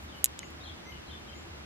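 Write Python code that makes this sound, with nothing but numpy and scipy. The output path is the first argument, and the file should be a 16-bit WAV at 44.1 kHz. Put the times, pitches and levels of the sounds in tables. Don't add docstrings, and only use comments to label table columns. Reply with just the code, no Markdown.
import sys
import numpy as np
from scipy import signal
from scipy.fft import rfft, irfft
from scipy.io import wavfile
from scipy.ndimage import map_coordinates

SR = 44100
rng = np.random.default_rng(int(sys.argv[2]) if len(sys.argv) > 2 else 0)


def int16_out(signal):
    q = np.round(np.clip(np.atleast_2d(signal).T, -1, 1) * 32767)
    wavfile.write(sys.argv[1], SR, q.astype(np.int16))


N = 72765
TIME = np.arange(N) / SR


def from_db(db):
    return 10 ** (np.asarray(db) / 20)


def unit_rms(x):
    return x / np.sqrt(np.mean(x ** 2) + 1e-20)


def at_hz(points, hz):
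    table_hz, value = np.transpose(points)
    return np.interp(np.log(np.maximum(hz, 1)), np.log(table_hz), value)


def drift(rate_hz):
    step, settle = 20, 2000
    pole = np.exp(-2 * np.pi * step * rate_hz / SR)
    noise = rng.standard_normal(N // step + settle + 2)
    slow = signal.lfilter([1], [1, -2 * pole, pole * pole], noise)[settle:]
    return np.interp(np.arange(N) / step, np.arange(len(slow)), unit_rms(slow))


def ring(x, hz, t60_s):
    radius = np.exp(-np.log(1000) / (t60_s * SR))
    angle = 2 * np.pi * hz / SR
    return signal.lfilter([.5, 0, -.5], [1, -2 * radius * np.cos(angle), radius ** 2], x + 1e-18)


def reflections(x, t60_s, onset_s):
    t = TIME[:SR // 2]
    build = 1 - np.exp(-(t / onset_s) ** 2)
    tail = rng.standard_normal((2, len(t))) * np.exp(-np.log(1000) * t / t60_s) * build
    tail /= np.sqrt(np.sum(tail ** 2, axis=1, keepdims=True))
    return signal.fftconvolve(np.atleast_2d(x), tail, axes=1)[:, :N]


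# frequency in Hz, relative density in dB.
AIR_SPECTRUM = [(20, -28), (30, -34.5), (40, -5), (60, -4), (110, -3.5), (200, -4), (330, -5), (450, -9),
                (800, -10), (1600, -11.5), (3000, -14.5), (5000, -20), (7000, -25), (9000, -31),
                (14500, -34), (16000, -42.5)]
# frequency in Hz, left-right correlation from -1 to 1.
AIR_CORRELATION = [(60, 1), (130, 0.84), (200, 0.66), (350, -0.28), (700, -0.021), (1400, -0.29),
                   (3000, -0.6), (10000, -0.69)]


def air(rms_db=-47):
    hz = np.arange(N // 2 + 1) * SR / N
    mid, side = rfft(rng.standard_normal((2, N))) * from_db(at_hz(AIR_SPECTRUM, hz))
    correlation = at_hz(AIR_CORRELATION, hz)
    spectrum = np.sqrt(1 + correlation) * mid + np.sqrt(1 - correlation) * side * [[1], [-1]]
    return from_db(rms_db) * unit_rms(irfft(spectrum, N))


# time in seconds, relative level in dB.
HUM_ENVELOPE = [(0.0, -64), (0.044, -45.5), (0.17, -58.5), (0.21, -49), (0.358, -59.5), (0.72, -46),
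                (0.784, -58.5), (1.006, -48.5), (1.046, -95.5), (1.088, -48.5), (1.184, -50), (1.24, -61),
                (1.328, -46.5), (1.382, -54.5), (1.46, -49.5), (1.484, -59.5), (1.524, -45), (1.65, -53.5)]


def hum(centre_hz=75.9, waver_hz=5.58, drift_rate_hz=8.1, gain_db=-1, flutter_db=1.5, band_db=-61.5):
    hz = centre_hz + waver_hz * drift(drift_rate_hz)
    level_db = np.interp(TIME, *np.transpose(HUM_ENVELOPE)) + gain_db + flutter_db * drift(drift_rate_hz)
    tone = np.sin(2 * np.pi * np.cumsum(hz) / SR)
    band = ring(rng.standard_normal(N), hz=335.7, t60_s=.07)
    return from_db(level_db) * unit_rms(tone) + from_db(band_db) * unit_rms(band)


def glide(start_s, length_s, start_hz, end_hz, warble, fade_share=.44):
    progress = np.clip((TIME - start_s) / length_s, 0, 1)
    fade = np.clip(np.minimum(progress, 1 - progress) / fade_share, 0, 1)
    hz = (start_hz + (end_hz - start_hz) * progress) * warble
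    return np.sin(np.pi / 2 * fade), 2 * np.pi * np.cumsum(hz) / SR


# start in seconds, length in seconds, start pitch in Hz,
# end pitch in Hz, level in dB, octave overtone in dB relative to the note.
BIRD_WHISTLES = [(.394, .075, 6270, 6680, -61.5, -22), (.420, .068, 6800, 7340, -59.5, -22),
                 (.843, .062, 5880, 6240, -59, -18), (.880, .055, 6040, 6290, -65, -2),
                 (1.335, .08, 6780, 7360, -60, -25)]


def bird_whistles(warble_share=.012, echo_db=-3):
    song = np.zeros(N)
    warble = 1 + warble_share * drift(rate_hz=280)
    for *note, level_db, overtone_db in BIRD_WHISTLES:
        envelope, phase = glide(*note, warble)
        song += from_db(level_db) * envelope * (np.sin(phase) + from_db(overtone_db) * np.sin(2 * phase))
    return song + from_db(echo_db) * reflections(song, t60_s=.26, onset_s=.014)


# start in seconds, length in seconds, start pitch in Hz,
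# end pitch in Hz, level before panning in dB.
BIRD_CHIRPS = [(0.075, 0.051, 3760, 3480, -58.5), (0.119, 0.019, 3270, 3090, -53),
               (0.14, 0.027, 2930, 2936, -51), (0.397, 0.016, 3070, 2940, -49.5),
               (0.438, 0.014, 2964, 2620, -52.5), (.606, 0.015, 3790, 3670, -48.5),
               (0.618, 0.011, 3720, 3850, -53), (0.634, 0.016, 4220, 4070, -48.5),
               (0.650, 0.019, 3340, 3220, -46.5), (0.664, 0.018, 4050, 3930, -51.5),
               (0.667, 0.03, 3670, 3450, -48.5), (.668, 0.021, 3150, 3230, -51),
               (0.689, 0.022, 3300, 3457, -46.5), (0.716, .02, 3560, 3520, -55.5),
               (0.855, 0.063, 2032, 2152, -50.5), (0.917, 0.014, 3110, 2920, -47),
               (0.938, 0.047, 2940, 2800, -57), (1.069, 0.0078, 4200, 3980, -52),
               (1.08, 0.0097, 3990, 3960, -54), (1.088, 0.03, 3234, 3070, -49.5),
               (1.11, 0.013, 3760, 3450, -46.5), (1.125, 0.033, 3414, 3540, -49.5),
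               (1.130, 0.029, 3070, 3170, -56), (1.269, 0.016, 3900, 3780, -57.5),
               (1.28, 0.032, 3205, 3087, -48.5), (1.326, 0.015, 2803, 2700, -54.5),
               (1.346, 0.017, 2180, 2090, -55)]


def bird_chirps(warble_share=.017, echo_db=-1, pan_db=2.5):
    song = np.zeros(N)
    warble = 1 + warble_share * drift(rate_hz=280)
    for *note, level_db in BIRD_CHIRPS:
        envelope, phase = glide(*note, warble)
        song += from_db(level_db) * envelope * np.sin(phase)
    echo = from_db(echo_db) * reflections(song, t60_s=.23, onset_s=.014)
    return (song + echo) * from_db([[pan_db], [-pan_db]])


# centre in seconds, width in seconds, top level in dB.
FINGER_STROKES = [(0.032, 0.071, -64), (0.18, 0.061, -64.5), (0.507, 0.007, -57.5)]


def finger_brushes(band_hz=(5910, 15140)):
    bandpass = signal.butter(2, band_hz, "band", fs=SR, output="sos")
    envelope = sum(from_db(level_db) * np.exp(-(2 * (TIME - centre_s) / width_s) ** 2)
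                   for centre_s, width_s, level_db in FINGER_STROKES)
    return envelope * unit_rms(signal.sosfilt(bandpass, rng.standard_normal((2, N))))


def near_scatter(direct, gain_db=-15):
    return from_db(gain_db) * reflections(direct, t60_s=.016, onset_s=.0005)


# frequency in Hz, gain in dB, t60 in seconds.
DULL_TAP_MODES = [(2070, 3, 0.023), (2250, 0.5, 0.02), (4000, -1, 0.0036), (5900, -16, 0.0037)]


def dull_tap(start_s=.4312, push_db=-39.5, brightness_hz=4000):
    impulse = from_db(push_db) * signal.unit_impulse(N, int(start_s * SR))
    push = signal.sosfilt(signal.butter(2, brightness_hz, fs=SR, output="sos"), impulse + 1e-18)
    direct = sum(from_db(gain_db) * ring(push, hz, t60_s) for hz, gain_db, t60_s in DULL_TAP_MODES)
    return direct + near_scatter(direct)


# frequency in Hz, left gain in dB, right gain in dB, t60 in seconds.
PEARL_MODES = [(3308, -12, -8, 0.0014), (4000, -34, -16.5, 0.0088), (5174, -25, -22.5, .007),
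               (6040, -19.5, -20.5, .006), (6750, -2, -3.5, 0.0048), (7095, 4.5, 2.5, .0024),
               (8200, 2, -3, 0.0011), (9300, -13.5, -21.5, 0.0046), (9760, -14, -0.5, 0.0025),
               (10340, -9, -14.5, 0.0085), (11650, -3, -7.5, 0.0034), (14200, -4.5, -4.5, 0.003124),
               (15900, -12, -17, 0.0056)]


def pearl_click(start_s, push_db, brightness_hz, t60_ratio, pitch_ratio, bass_cut_hz=1300):
    count, start = SR // 20, int(start_s * SR)
    lowpass = signal.butter(3, brightness_hz, fs=SR, output="sos")
    highpass = signal.butter(2, bass_cut_hz, "high", fs=SR, output="sos")
    push = signal.sosfilt(highpass, signal.sosfilt(lowpass, signal.unit_impulse(count)))
    click = np.zeros((2, count))
    for k, (hz, left_db, right_db, t60_s) in enumerate(PEARL_MODES):
        mode = ring(push, hz * pitch_ratio, t60_s * t60_ratio)
        click += (-1) ** k * from_db([[left_db], [right_db]]) * mode
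    return from_db(push_db) * np.pad(click, [(0, 0), (start, N - start - count)])


# start in seconds, push in dB, brightness in Hz,
# ratio on the modes' t60, ratio on their frequency.
PEARL_CONTACTS = [(.2431, -.5, 14500, .9, 1.0), (.2491, -16.5, 15000, .95, .99),
                  (.2501, -23, 14000, .9, 1.02), (.2511, -21, 14000, .85, .97),
                  (.256, -28, 9500, .73, 1.03), (.2573, -23, 8300, .7, 1.03),
                  (.2580, -8.5, 9000, .72, 1.03), (.2651, -23, 6500, .9, 1.03),
                  (.3914, -12.5, 6300, .85, 1.0)]


def pearls(left_lag_s=12e-6, far_db=-41):
    direct = sum(pearl_click(*contact) for contact in PEARL_CONTACTS)
    direct[0] = map_coordinates(direct[0], [(TIME - left_lag_s) * SR], order=5)
    near = near_scatter(direct)
    far = from_db(far_db) * reflections(direct, t60_s=.21, onset_s=.005)
    return direct + near + far


def scene():
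    return pearls() + dull_tap() + bird_chirps() + bird_whistles() + air() + hum() + finger_brushes()


def record(dry, cutoff_hz=15800):
    lowpass = signal.firwin(101, cutoff_hz, window=("kaiser", 7), fs=SR)
    return signal.fftconvolve(np.clip(dry, -1, 1), lowpass[None], "same", axes=1)


dry = scene()
out = record(dry)
int16_out(out)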